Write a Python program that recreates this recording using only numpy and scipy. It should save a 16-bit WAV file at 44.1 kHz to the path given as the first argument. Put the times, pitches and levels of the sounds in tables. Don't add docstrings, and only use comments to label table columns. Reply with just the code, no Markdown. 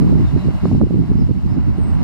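import sys
import numpy as np
from scipy import signal
from scipy.fft import rfft, irfft
from scipy.io import wavfile
from scipy.ndimage import uniform_filter1d, minimum_filter1d

SR = 44100
rng = np.random.default_rng(int(sys.argv[2]) if len(sys.argv) > 2 else 0)


def materialize(psi):
    bounded = np.clip(np.atleast_2d(psi).T, -1, 1)
    quanta = np.round(bounded * 32767).astype(np.int16)
    wavfile.write(sys.argv[1], SR, quanta)


N = 89831


def undb(db):
    return 10 ** (np.asarray(db) / 20)


def unit(x):
    return x / np.sqrt(np.mean(x ** 2) + 1e-18)


def curve(table, column):
    rows = np.array(table, float)
    return np.interp(np.arange(N) / SR, rows[:, 0], rows[:, column])


def bins():
    return np.maximum(np.arange(N // 2 + 1) * SR / N, 1)


def across(table, column=1):
    rows = np.array(table, float)
    return np.interp(np.log(bins()), np.log(rows[:, 0]), rows[:, column])


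def colour(x, table):
    return unit(irfft(rfft(x) * undb(across(table)), N))


def pan(db):
    return undb(np.array([[1], [-1]]) * db / 2)


def smooth(x, samples):
    return uniform_filter1d(uniform_filter1d(x, samples), samples)


def wobble(per_s):
    hold = int(SR / per_s)
    steps = rng.standard_normal(N)[np.arange(N) // hold]
    return unit(smooth(steps, hold))


def rough_tone(hz, roughness):
    return np.sin(2 * np.pi * np.cumsum(hz * (1 + roughness * wobble(300))) / SR)


def birds():
    # t/s, top f/Hz, level/dB, half length/s, pitch drop at both ends/Hz, roughness
    chirps = [(0.27, 3640, -56, .04, 100, .025), (.405, 4057, -53, .055, 150, 0.033),
              (1.204, 5280, -56.5, .036, 900, .022), (1.515, 5200, -59, .036, 900, .018)]
    t, song = np.arange(N) / SR, np.zeros(N)
    for at, top_hz, db, half_s, drop_hz, roughness in chirps:
        place = np.clip((t - at) / half_s, -1, 1)
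        song += undb(db) * np.cos(np.pi * place / 2) * rough_tone(top_hz - drop_hz * place ** 2, roughness)
    whistle_at, whistle_s, from_hz, to_hz, glide_s = 1.772, 0.195, 8950, 8090, 0.068
    age = np.clip(t - whistle_at, 0, whistle_s)
    hz = to_hz + (from_hz - to_hz) * np.exp(-age / glide_s)
    fade = np.abs(np.sin(np.pi * age / whistle_s)) ** 0.3
    song += undb(-60.5 + 1.5 * wobble(90)) * fade * rough_tone(hz, roughness=0.0028)
    trees = rng.standard_normal((2, N)) * np.exp(-np.log(1000) * t / 0.36)
    trees /= np.sqrt(np.sum(trees ** 2) / 2)
    echo = signal.fftconvolve(song[None], trees, axes=1)[:, :N]
    return (song + undb(-3.5) * echo) * pan(7)


def bubbles():
    per_s, cycles, rise, spread_db = 4000, 9.5, 0.17, 3
    out = np.zeros(N)
    for when, pitch, strength in rng.random((int(per_s * N / SR), 3)):
        hz = 400 * 30 ** pitch
        start = int(when * N)
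        samples = min(int(3 * cycles * SR / hz), N - start)
        age = np.arange(samples) * hz / SR / cycles
        ring = np.sin(2 * np.pi * cycles * age * (1 + rise * age / 2)) * np.exp(-2 * age)
        boost_db = spread_db * min(-np.log(1 - strength), 4)
        out[start:start + samples] += ring * hz * undb(boost_db)
    return unit(out)


def white_water():
    bubble_share = 0.22
    foam = np.sqrt(1 - bubble_share) * rng.standard_normal(N)
    return (foam + np.sqrt(bubble_share) * bubbles()) * undb(wobble(24.48))


def weir():
    # f/Hz, level/dB
    spectrum = [(120, -1), (400, -12.5), (600, -0.5), (1000, -2), (1300, -7.5), (1750, -14), (2150, -12),
                (2400, -18), (2800, -14), (3300, -24), (4000, -21), (4700, -26), (5300, -27), (6300, -31.5),
                (8000, -35.5), (10000, -39), (11000, -41.5), (15500, -42.5)]
    # f/Hz, left-right likeness (0 to 1), left over right/dB, lead of the left/radians
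    stereo = [(201, 0.3, 7, -2.5), (710, 0.79, -0.5, -.5), (925, 0.93, -0.5, -0.8), (1296, 0.61, 0.5, -0.5),
              (2090, 0.71, -1, 1.5), (3220, 0.44, 0, 2.5), (4220, 0.35, 1.5, 5), (6300, 0.6, 1, 9),
              (7740, 0.2, 6.5, 7), (9500, 0.2, 8, 5), (13900, 0, 8.5, 2.5)]
    # t/s, body level/dB, hiss level/dB
    flow = [(0, 3, 6), (.4, 0.5, 5.5), (.6, 3.5, 5), (.7, -4, 6), (.88, -5, 1.5), (1.12, -1.3, 3),
            (1.33, -6.5, 0.5), (1.5, -2.5, 1.5), (1.8, 0, 0.2), (1.97, 2, 3.5)]
    weir_db, hiss_hz = -40, 2520
    likeness = across(stereo, 1)
    lead = np.exp(1j * across(stereo, 3) * np.array([[1], [0]]))
    direct = np.sqrt(likeness) * rfft(white_water()) * lead
    scatter = np.sqrt(1 - likeness) * rfft(np.array([white_water(), white_water()]))
    rush = colour(irfft((direct + scatter) * pan(across(stereo, 2)), N), spectrum)
    body = irfft(rfft(rush) / (1 + (bins() / hiss_hz) ** 4), N)
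    hiss = rush - body
    return undb(weir_db) * (body * undb(curve(flow, 1)) + hiss * undb(curve(flow, 2)))


def buffet(spectrum, likeness, pan_db, even_s):
    likeness = np.clip(likeness, -0.95, 0.95)
    noise = colour(rng.standard_normal((2, N)), spectrum)
    same, opposite = noise / np.sqrt(smooth(noise ** 2, int(even_s * SR)))
    pressure = np.sqrt(1 + likeness) * same + np.sqrt(1 - likeness) * opposite * np.array([[1], [-1]])
    return pressure * pan(pan_db) / np.sqrt(2)


def surges():
    # t/s, level/dB, half length/s
    swells = [(0.027, -12, 0.015), (0.081, -10.5, 0.018), (0.144, -10, 0.031), (0.239, -10.5, 0.048),
              (0.361, -11.5, 0.02), (.487, -11, 0.013), (0.558, -14.5, 0.015), (0.64, -13.5, 0.015),
              (0.753, -11.5, 0.03), (0.837, -11, .024), (.95, -14, 0.019), (1.004, -12, 0.024),
              (1.118, -10, 0.023), (1.177, -11.5, .014), (1.24, -10.5, 0.026), (1.316, -12.5, .014),
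              (1.374, -16.5, .014), (1.454, -13.5, 0.022), (1.517, -13, 0.018), (1.606, -14.5, 0.027),
              (1.691, -13, 0.046), (1.821, -12, 0.023), (1.935, -11.5, 0.043), (2.024, -15, 0.02)]
    t, breeze_db = np.arange(N) / SR, -25
    power = sum(undb(db) ** 2 * np.exp(-((t - at) / half_s) ** 2) for at, db, half_s in swells)
    return np.sqrt(undb(breeze_db) ** 2 + power)


def wind():
    # t/s, flutter level/dB, left-right likeness (negative = opposite)
    gusts = [(0.0, -9, -0.6), (.08, -12.5, -0.84), (.16, -12, -0.75), (.24, -16.5, -0.68),
             (.29, -27.5, -.6), (.368, -12.5, -.68), (.41, -23.5, -0.4), (.49, -14.5, -0.71),
             (.535, -26.5, -0.83), (.56, -20, -0.77), (.6, -38, -0.95), (.62, -24.5, -.7), (.638, -7, -.45),
             (.685, -23.5, -0.14), (.73, -15, 0.03), (.78, -16, -0.32), (.83, -10.5, -0.5),
             (.89, -25.5, -0.49), (.925, -15.5, -0.76), (1.0, -13, -0.52), (1.065, -25, -0.4),
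             (1.11, -17, -0.83), (1.135, -23, -0.83), (1.22, -11.5, -0.77), (1.26, -25, -.83),
             (1.308, -13.5, -0.56), (1.33, -25, -0.84), (1.365, -20.5, -0.69), (1.415, -28.5, -0.99),
             (1.45, -17, -0.72), (1.53, -24, -.75), (1.58, -12.5, -0.76), (1.645, -27.5, -0.91),
             (1.69, -16.5, -0.84), (1.76, -27, -0.77), (1.795, -17, -1.1), (1.84, -22, -0.79),
             (1.89, -18, -0.84), (1.93, -21, -0.88), (2.03, -17.5, -0.94)]
    # f/Hz, level/dB
    rumble_tone = [(12, -59), (28, -27), (42, -2.5), (62, 7), (100, 5), (135, -0.5), (190, -14), (320, -52),
                   (1000, -120)]
    flutter_tone = [(20, -60), (70, -27), (125, -3), (170, 2.5), (240, -3.5), (320, -9.5), (410, -22),
                    (520, -38.5), (700, -54), (1500, -73), (5000, -120)]
    edge_tone = [(100, -43), (250, -1), (380, -0.5), (470, -7.5), (600, -22.5), (900, -30.5), (2000, -62),
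                 (5000, -120)]
    swirl_db, swirls_per_s = 1.7, 60
    edge_growth = 1.71
    likeness = curve(gusts, 2)
    force_db = curve(gusts, 1) + swirl_db * wobble(swirls_per_s)
    rumble = buffet(rumble_tone, likeness - 0.079, pan_db=-2, even_s=0.018) * surges() * undb(-0.52)
    flutter = buffet(flutter_tone, likeness + 0.18, pan_db=-3.5, even_s=0.021) * undb(force_db - 0.5)
    edge = buffet(edge_tone, likeness=0, pan_db=-5, even_s=0.03) * undb(edge_growth * force_db - 9.5)
    return rumble + flutter + edge


def pops():
    # t/s, left level/dB, right level/dB, upper edge f/Hz, half length/s
    slaps = [(0.024, -17, -12.5, 350, 0.0054), (0.129, -18, -17.5, 600, 0.0052),
             (0.363, -20.5, -10.5, 340, 0.0054), (0.487, -25, -15.5, 660, 0.0037),
             (.508, -28, -19.5, 544, 0.0014), (0.6556, -14, -9, 1440, 0.0026),
             (0.687, -15.5, -12.5, 119, 0.0074), (.7155, -23.5, -24, 1400, .0014),
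             (.7235, -19.5, -20, 1100, 0.0023), (.7305, -12, -12.5, 360, 0.0052),
             (0.75, -20.5, -16.5, 1140, 0.003), (0.8143, -22.5, -16, 1190, 0.004),
             (.826, -17, -8, 510, 0.0025), (0.837, -21.5, -9, 480, 0.0034), (.87, -26, -21, 450, 0.0061),
             (0.909, -20, -8, 720, 0.0018), (0.943, -19, -8, 413, 0.0037),
             (0.959, -21.5, -11.5, 423, 0.0017), (1.117, -18, -10.5, 310, 0.007),
             (1.155, -20.5, -6.5, 260, 0.0059), (1.295, -24.5, -16.5, 524, .004),
             (1.309, -18.5, -9, 256, 0.0088), (1.581, -21.5, -15, 350, .005),
             (1.686, -20, -15.5, 302, 0.0038), (1.786, -24, -17.5, 310, 0.006)]
    body_hz, body_slope, edge_slope = 226, 1.75, 4.55
    t, hz, out = np.arange(N) / SR, bins(), np.zeros((2, N))
    body = 1 / np.hypot(body_hz / hz, hz / body_hz) ** body_slope
    for at, left_db, right_db, edge_hz, half_s in slaps:
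        band = body / (1 + (hz / edge_hz) ** edge_slope)
        shape = np.exp(-((t - at) / half_s) ** 2)
        energy = np.sum(shape ** 2)
        spike = np.exp(-2j * np.pi * hz * at)
        swirl = rfft(rng.standard_normal(N) * shape) / np.sqrt(energy)
        puff = irfft((spike + undb(0.5) * swirl) * band, N)
        out += puff * np.sqrt(energy / np.sum(puff ** 2)) * undb([[left_db], [right_db]])
    return out


def scene():
    return weir() + birds() + wind() + pops()


def record(dry):
    low_cut_hz, top_hz, limiter_s = 26.6, 15500, 0.031
    dry = irfft(rfft(dry) / np.sqrt(1 + (low_cut_hz / bins()) ** 8), N)
    window = int(limiter_s * SR)
    gain = np.minimum(1, 1 / (np.abs(dry).max(axis=0) + 1e-9))
    gain = smooth(minimum_filter1d(gain, 2 * window), window)
    treble_cut = signal.ellip(10, 0.2, 80, top_hz, fs=SR, output="sos")
    return signal.sosfilt(treble_cut, dry * gain)


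dry = scene()
out = record(dry)
materialize(out)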